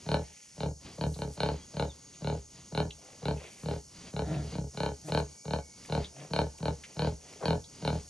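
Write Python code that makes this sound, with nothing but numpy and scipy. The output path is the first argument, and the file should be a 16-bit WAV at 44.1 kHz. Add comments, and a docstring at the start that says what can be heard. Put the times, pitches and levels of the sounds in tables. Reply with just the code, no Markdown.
"""Low, rattling grunts come in a slow rhythm: a sow lies in straw, nursing her piglets.
Each grunt is a handful of slow vocal-fold beats that excite the resonances of her throat and snout,
sharp in the middle and soft at the end. The piglets grunt, smack, snuffle and squeak at the teats,
and straw ticks under their feet. The pen returns a short echo; behind it all lie low farm air
and a steady high hiss, like far insects."""
import sys
import numpy as np
from scipy import signal
from scipy.fft import rfft, irfft, next_fast_len
from scipy.io import wavfile
from scipy.ndimage import uniform_filter1d

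SR = 44100
rng = np.random.default_rng(int(sys.argv[2]) if len(sys.argv) > 2 else 0)


def master(y):
    """Save y as 16-bit WAV."""
    cut = np.clip(np.atleast_2d(y).T, -1, 1)
    pcm = np.round(cut * 32767)  # scale
    wavfile.write(sys.argv[1], SR, pcm.astype(np.int16))


N = 356769
RING_SIZE = 8192  # samples in which a resonance dies away

# the sow's grunts: start_s, beat_count, first_rate_hz, snap_attack_s, snap_hold_s, chest_db, snap_db
SOW_GRUNTS = [(0.061, 7, 35.94, 0.036, 0.061, -25, -26.5), (0.5765, 6, 35.55, 0.033, 0.023, -26.5, -27.5),
              (0.983, 6, 35.9, 0.034, 0.021, -24, -29.5), (1.159, 6, 33, .058, .01, -28, -31),
              (1.374, 7, 33.75, 0.019, 0.095, -25.5, -25.5), (1.739, 6, 34.36, 0.059, 0.02, -26.5, -27),
              (2.217, 7, 35.73, 0.073, 0.011, -25, -27), (2.7221, 7, 36.72, .038, 0.034, -25.5, -25),
              (3.226, 6, 34.94, 0.022, 0.054, -24, -28.5), (3.631, 6, 36.45, 0.07, 0.011, -25.5, -30),
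              (4.135, 5, 34.55, 0.036, 0.035, -26, -31), (4.245, 9, 32.9, .05, .1, -28.5, -58),
              (4.5223, 6, 32.55, 0.031, .012, -25.5, -32.5), (4.7426, 7, 32.55, 0.043, 0.07, -27, -27),
              (5.0931, 6, 35.98, 0.047, 0.033, -24.5, -24), (5.4521, 6, 35.43, 0.056, 0.053, -25, -25.5),
              (5.8957, 5, 36.15, 0.014, 0.048, -23, -25.5), (6.3064, 7, 35.24, .053, 0.043, -25.5, -24.5),
              (6.601, 6, 36.52, 0.05, 0.03, -24.5, -29.5), (6.9653, 7, 36.28, 0.043, 0.031, -24, -25.5),
              (7.43, 7, 38.5, 0.038, 0.045, -23.5, -23), (7.822, 7, 36.44, 0.054, 0.018, -23.5, -22)]
# resonances of her throat, snout and pen: centre_hz, width_hz, gain_db
SOW_RESONANCES = [(73.4, 34.7, -4), (130, 8, -7), (153.3, 57, -0.5), (231, 26, -12.5), (298, 48, -10.5),
                  (434, 35, -3.5), (484, 41, -8), (567, 79, -8), (640, 67, -11.5), (717, 61, -13.5),
                  (795, 63, -18), (852, 49, -8.5), (913.3, 42, -9.5), (955, 160, -20), (1098, 107, -24.5),
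                  (1280, 83, -26), (1360, 150, -26), (1493, 34, -16), (1544, 206, -23), (1729, 20, -21.5),
                  (2347, 300, -25), (2833, 83, -24.5), (2974, 107, -26), (3098, 46, -22), (3715, 40, -22.5),
                  (4010, 620, -24.5), (4255, 110, -18), (5140, 180, -34), (8500, 210, -37.5),
                  (9940, 73, -32.5)]
# the piglets' grunts: middle_s, half_length_s, top_pitch_hz, level_db
PIGLET_GRUNTS = [(4.334, 0.12, 151.8, -35.5), (5.071, 0.0356, 150, -46), (6.216, 0.061, 148.4, -49)]
# resonances of a piglet's throat: centre_hz, width_hz, gain_db
PIGLET_RESONANCES = [(156, 107, 6.5), (325, 74, 1), (678, 120, -3.5), (1380, 130, -18), (1740, 640, -22),
                     (3750, 1300, -28.5)]
# wet smacks on the teats: start_s, peak_db, mouth_resonance_hz, t60_s
SMACKS = [(0.7954, -68, 4540, 0.05), (1.14, -42, 4170, 0.043), (2.1356, -49.5, 3220, 0.044),
          (2.148, -47, 2850, 0.035), (2.9057, -33, 3100, 0.023), (5.848, -44.5, 2180, 0.053),
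          (6.041, -34, 3520, 0.076), (6.581, -45.5, 2690, 0.05), (6.835, -38.5, 2320, 0.081),
          (7.639, -42, 3950, 0.055)]
# the pigs' snuffles: middle_s, half_length_s, snout_hum_db, nostril_hiss_db
SNUFFLES = [(0.297, 0.31, -87, -63), (0.895, 0.062, -58, -68.5), (3.09, 0.096, -56, -63.5),
            (3.43, 0.081, -53, -53.5), (3.578, 0.094, -64.5, -60.5), (4.084, 0.022, -60, -58),
            (4.338, 0.055, -45.5, -56.5), (5.092, 0.014, -40.5, -52), (6.215, .07, -51, -57),
            (6.907, 0.047, -62, -61.5), (7.312, 0.11, -56.5, -60.5), (7.435, 0.023, -35, -70)]
# thin squeaks: middle_s, half_length_s, pitch_hz, glide_hz_per_s, level_db
SQUEAKS = [(1.625, 0.025, 3300, 4000, -62), (1.905, 0.017, 3580, -15000, -53),
           (5.563, .3, 2250, -250, -67.5)]
# rustles of straw: middle_s, half_length_s, level_db
RUSTLES = [(1.146, .12, -54), (1.344, .025, -53), (3.648, .25, -60), (5.081, 0.025, -49.5),
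           (5.856, .011, -51.5), (6.583, 0.0062, -48)]
# swells of the insects' shrill band: middle_s, half_length_s, level_db
INSECT_SWELLS = [(2.05, 1, -60.5), (5.115, 0.74, -65)]
# spectrum of the farm air: frequency_hz, relative_db
AIR_SPECTRUM = [(18, -40), (30, 7.5), (155, 17), (767, -0.5), (909, 0), (1170, -0.5), (1690, -5),
                (2180, 0.5), (2420, -2.5), (2940, 0), (3790, -3.5), (4900, 3.5), (6370, -39), (10800, -120)]
# spectrum of the high hiss: frequency_hz, relative_db
HISS_SPECTRUM = [(4000, -27.5), (4600, 2.5), (4890, -43), (5100, 0), (5900, -1), (6700, 2.5), (7300, -6),
                 (8500, -7), (10300, -7), (11500, -17.5), (13000, -105)]
# slow drift of the hiss: time_s, level_db
HISS_LEVEL = [(0.0, -54.5), (0.99, -57), (1.28, -57), (2.72, -57.5), (4.71, -55), (7.21, -56),
              (8.09, -54.5)]
# balance of the two microphone ports: frequency_hz, left_minus_right_db
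PORT_BALANCE = [(250, 0), (420, 1), (700, 3), (1120, 2), (1800, 0), (11000, 0)]
# phase between the ports: frequency_hz, left_lead_rad
PORT_PHASE = [(200, 0), (430, -.45), (700, -.3), (950, .3), (1800, .1), (2580, 1.1), (3400, .4), (4100, .5),
              (4650, 1.4), (5250, 0), (6500, .9), (7500, 1.4), (11000, 2.3)]


def sow_grunts(quicken_per_beat=.025, jitter=.005, first_beat_s=.00205, beat_s=.011, lag_cycles=1.532,
               scatter_db=1.74, snap_scatter_db=2.2, stretch=.018, sag=.052,
               rasp_db=-5, rasp_s=.027, rasp_hz=1100):
    """Source and filter: fold beats ring the throat; the harder the folds shut, the brighter the beat."""
    hz, age, out = freqs(RING_SIZE), np.arange(RING_SIZE) / SR, np.zeros(N)
    throat = resonances(hz, SOW_RESONANCES) / np.sqrt(1 + (38 / hz) ** 6)
    throat *= np.sqrt(beat_s * SR / np.sum(irfft(throat) ** 2))  # the energy of beat_s at rms 1
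    snap_share = on_log(hz, [(170, 0), (600, .6), (1200, 1), (4000, 1.2)])
    # as the grunt runs out the folds slacken: more boom and hollow, less edge
    slack_db = on_log(hz, [(80, 12), (150, 0), (400, 6), (850, 6), (1500, 0), (4000, -10)])
    # the lows leave the body a little later than the snap
    bass_lag = np.exp(-2j * np.pi * lag_cycles * np.log(1 + hz / 120))
    rasp_gain = undb(rasp_db) / np.sqrt((1 + (hz / rasp_hz) ** 2) * (1 + (220 / hz) ** 4))
    for start, beats, first_hz, attack, hold, chest_db, snap_db in SOW_GRUNTS:
        rates = first_hz * (1 + quicken_per_beat * np.arange(beats - 1))
        periods = (1 + jitter * rng.standard_normal(len(rates))) / rates
        times = np.r_[first_beat_s, np.cumsum(periods)]
        for t in times:
            progress = t / times[-1]
            size, edge, shape = rng.standard_normal(3)
            chest = chest_db + arch(progress, peak=.46, half=.51)
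            snap = snap_db + snap_envelope(t, attack, hold) + snap_scatter_db * edge
            brightness_db = max(snap - chest, -22) * snap_share
            beat_db = chest + brightness_db + slack_db * (progress - .5) + scatter_db * size
            # the soft throat changes shape from beat to beat; its low resonances sink at the very end
            sink = sag * progress ** 4 / (1 + (hz / 500) ** 2)
            ring = np.interp(hz * (1 + stretch * shape + sink), hz, throat)
            # loose tissue keeps fluttering in the air stream after each closure
            flutter = rng.standard_normal(RING_SIZE) * np.exp(-(age / rasp_s) ** 2)
            push = 1 + rasp_gain * rfft(flutter / np.linalg.norm(flutter))
            add(out, start + t, irfft(push * causal(ring * undb(beat_db)) * bass_lag))
    return out


def snap_envelope(t, attack, hold, onset_db=-23, release_db_per_s=358):
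    """Attack, hold and release: how hard the folds shut, in dB."""
    return onset_db * max(1 - t / attack, 0) ** 1.58 - release_db_per_s * max(t - attack - hold, 0)


def piglet_grunts(droop=.12, roughness=.07, breath_db=-5):
    """Source and filter: uneven fold beats and breath drive a small throat; pitch arches with effort."""
    t, out = np.arange(N) / SR, np.zeros(N)
    waver = 1 + roughness * walk(200)
    breath = undb(breath_db) * rng.standard_normal(N)
    throat = resonances(freqs(N), PIGLET_RESONANCES)
    for middle, half, top_hz, db in PIGLET_GRUNTS:
        pitch = top_hz * (1 - droop * np.minimum(((t - middle) / half) ** 2, 1))
        cycles = np.cumsum(pitch * waver) / SR
        pulses = unit(np.diff(np.floor(cycles), prepend=0))
        out += unit(shaped(pulses + breath, throat)) * undb(db + arch(t, middle, half))
    return out


def smacks(width_hz=1500, grain=.14, attack_s=.0025):
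    """Cavity resonance: a lip lets go of a teat, and a burst of tiny wet clicks rings the mouth."""
    t, out = np.arange(RING_SIZE) / SR, np.zeros(N)
    for start, db, hz, t60 in SMACKS:
        clicks = rng.standard_normal(RING_SIZE) * np.exp(grain * held_noise(RING_SIZE, 64))
        envelope = undb(-60 * t / t60) * (1 - np.exp(-t / attack_s))
        mouth = causal(resonances(freqs(RING_SIZE), [(hz, width_hz, 0)]))
        burst = shaped(clicks * envelope, mouth)
        add(out, start, burst / np.abs(burst).max() * undb(db))
    return out


def snuffles(puff_delay_s=.006, puff_half_s=.013, puff_re_chest_db=-24.5):
    """Turbulence: air hums in a snout and hisses at the nostrils; a puff opens each of the sow's grunts."""
    puffs = [(start + puff_delay_s, puff_half_s, chest_db + puff_re_chest_db)
             for start, *_, chest_db, _ in SOW_GRUNTS]
    hums = [(middle, half, db) for middle, half, db, _ in SNUFFLES]
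    hisses = [(middle, half, db) for middle, half, _, db in SNUFFLES]
    snout = noise_swells(puffs + hums, centre_hz=500, spread=1, grain_db=4)
    nostrils = noise_swells(hisses, centre_hz=2450, spread=.78, grain_db=3)
    return snout + nostrils


def squeaks(waver=.016):
    """Frequency modulation: thin whistles glide and waver in pitch as they swell and fade."""
    t, out = np.arange(N) / SR, np.zeros(N)
    for middle, half, hz, glide, db in SQUEAKS:
        pitch = (hz + glide * np.clip(t - middle, -2 * half, 2 * half)) * (1 + waver * walk(200))
        whistle = unit(np.sin(2 * np.pi * np.cumsum(pitch) / SR))
        out += whistle * undb(db + arch(t, middle, half))
    return out


def straw_rustles():
    """Friction noise: a piglet shifts its feet in the straw."""
    return noise_swells(RUSTLES, centre_hz=7900, spread=1, grain_db=3)


def straw_ticks(ticks_per_s=45, level_db=-69, centre_hz=6000, width_hz=9000, stir_db=4):
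    """Shot noise: stalks tick at random under the piglets' feet, in fits and starts."""
    onsets = rng.random(N) < ticks_per_s / SR
    strength_db = 3.5 * np.minimum(rng.exponential(size=N), 3) + stir_db * walk(3.96)
    crack = rng.standard_normal(600) * np.exp(-np.arange(600) / 130)
    ticks = signal.fftconvolve(onsets * undb(strength_db), crack)[:N]
    return band(ticks, centre_hz, width_hz) * undb(level_db)


def pen_echo(x, delay_s=.01):
    """Reverberation: boards and roof scatter sound briefly, a faint tail follows, and the bass escapes."""
    t, echo = np.arange(2 * RING_SIZE) / SR, 0
    for db, t60_s, low_cut_hz in (-11, .094, 600), (-27, .88, 200):
        tail = rng.standard_normal(len(t)) * undb(-60 * t / t60_s) * (t > delay_s)
        low_cut = causal(1 / np.sqrt(1 + (low_cut_hz / freqs(len(t))) ** 4))
        echo = echo + undb(db) * shaped(tail / np.linalg.norm(tail), low_cut)
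    return signal.fftconvolve(x, echo)[:N]


def insects(centre_hz=6580, width_hz=380, floor_db=-70, throb_db=2):
    """Amplitude modulation: a distant, shrill band of noise throbs, swells and sinks."""
    t = np.arange(N) / SR
    shrill = band(rng.standard_normal(N), centre_hz, width_hz)
    swell_power = sum(undb(db + arch(t, middle, half)) ** 2 for middle, half, db in INSECT_SWELLS)
    return shrill * np.sqrt(undb(floor_db) ** 2 + swell_power) * undb(-throb_db * walk(25))


def air_and_hiss(air_db=-58.5, wander_db=5.5, flicker_db=.64):
    """Coloured noise: low farm air wanders in level beneath a steady high hiss."""
    air, hiss = (unit(shaped(rng.standard_normal(N), undb(on_log(freqs(N), spectrum))))
                 for spectrum in (AIR_SPECTRUM, HISS_SPECTRUM))
    hiss_db = np.interp(np.arange(N) / SR, *np.transpose(HISS_LEVEL))
    return air * undb(air_db + wander_db * walk(8.7)) + hiss * undb(hiss_db + flicker_db * walk(30))


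def noise_swells(rows, centre_hz, spread, grain_db):
    """Grainy noise in one resonance, swelling once for each row of middle_s, half_length_s, level_db."""
    out, size = np.zeros(N), 4 * RING_SIZE
    t = (np.arange(size) - size / 2) / SR
    for middle, half, db in rows:
        grains = rng.standard_normal(size) * undb(grain_db * held_noise(size, 128))
        swell = band(grains, centre_hz, spread * centre_hz) * undb(db + arch(t, 0, half))
        add(out, max(middle + t[0], 0), swell[middle + t >= 0])
    return out


def resonances(hz, modes):
    """Gain of steep-sided resonances whose powers add."""
    return np.sqrt(sum((undb(db) / (1 + ((hz ** 2 - centre ** 2) / (hz * width)) ** 2)) ** 2
                       for centre, width, db in modes))


def causal(gain):
    """Minimum phase: the spectrum of the quickest causal ring that has this gain."""
    cepstrum = irfft(np.log(gain + 1e-9))
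    half = len(cepstrum) // 2
    cepstrum[1:half] *= 2
    cepstrum[half + 1:] = 0
    return np.exp(rfft(cepstrum))


def shaped(x, gain):
    """Linear filtering: one gain for each frequency bin."""
    size = next_fast_len(len(x), real=True)
    return irfft(rfft(x, size) * np.interp(freqs(size), freqs(len(x)), gain), size)[:len(x)]


def band(x, centre_hz, width_hz):
    """Band-pass filtering by one resonance, scaled to rms 1."""
    return unit(shaped(x, resonances(freqs(len(x)), [(centre_hz, width_hz, 0)])))


def walk(rate_hz):
    """Smoothed noise: a random wander of rms 1."""
    step = int(SR / rate_hz)
    levels = np.repeat(rng.standard_normal(N // step + 1), step)
    return unit(uniform_filter1d(levels, step)[:N])


def held_noise(size, step):
    """Sample and hold: a new random value every step samples."""
    return np.repeat(rng.standard_normal(size // step), step)


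def arch(t, peak, half):
    """A Gaussian swell in dB, 10 dB down at half a length from its peak."""
    return -10 * ((t - peak) / half) ** 2


def on_log(hz, table):
    """Interpolate rows of frequency_hz, value on a log-frequency axis."""
    at, value = np.transpose(table)
    return np.interp(np.log(hz), np.log(at), value)


def freqs(size):
    """Bin frequencies of a spectrum, at least 1 Hz."""
    return np.maximum(np.arange(size // 2 + 1) * SR / size, 1)


def undb(db):
    """Decibels to gain."""
    return 10 ** (np.asarray(db) / 20)


def unit(x):
    """Scale to rms 1."""
    return x / np.sqrt(np.mean(x ** 2))


def add(out, start_s, x):
    """Superposition: mix x into out from start_s."""
    i = int(np.clip(start_s * SR, 0, N - 1))
    out[i:i + len(x)] += x[:N - i]


def scene(diffuse_db=-1):
    """Two-point pickup: the litter reaches two closely spaced ports with unequal level and phase."""
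    litter = (sow_grunts() + piglet_grunts() + smacks() + snuffles()
              + straw_rustles() + squeaks() + straw_ticks())
    sound = litter + pen_echo(litter) + air_and_hiss() + insects()
    hz = freqs(N)
    left_gain = undb(on_log(hz, PORT_BALANCE) / 2) * np.exp(.5j * on_log(hz, PORT_PHASE))
    # the echo arrives from all sides, so it differs between the ports
    diffuse = undb(diffuse_db) * pen_echo(litter)
    return np.array([shaped(sound, left_gain) + diffuse, shaped(sound, 1 / left_gain) - diffuse])


def record(dry, cutoff_hz=11700):
    """Band limiting: the phone's steep low-pass filter cuts the top."""
    return signal.sosfilt(signal.ellip(8, .2, 70, cutoff_hz, fs=SR, output="sos"), dry)


dry = scene()
out = record(dry)
master(out)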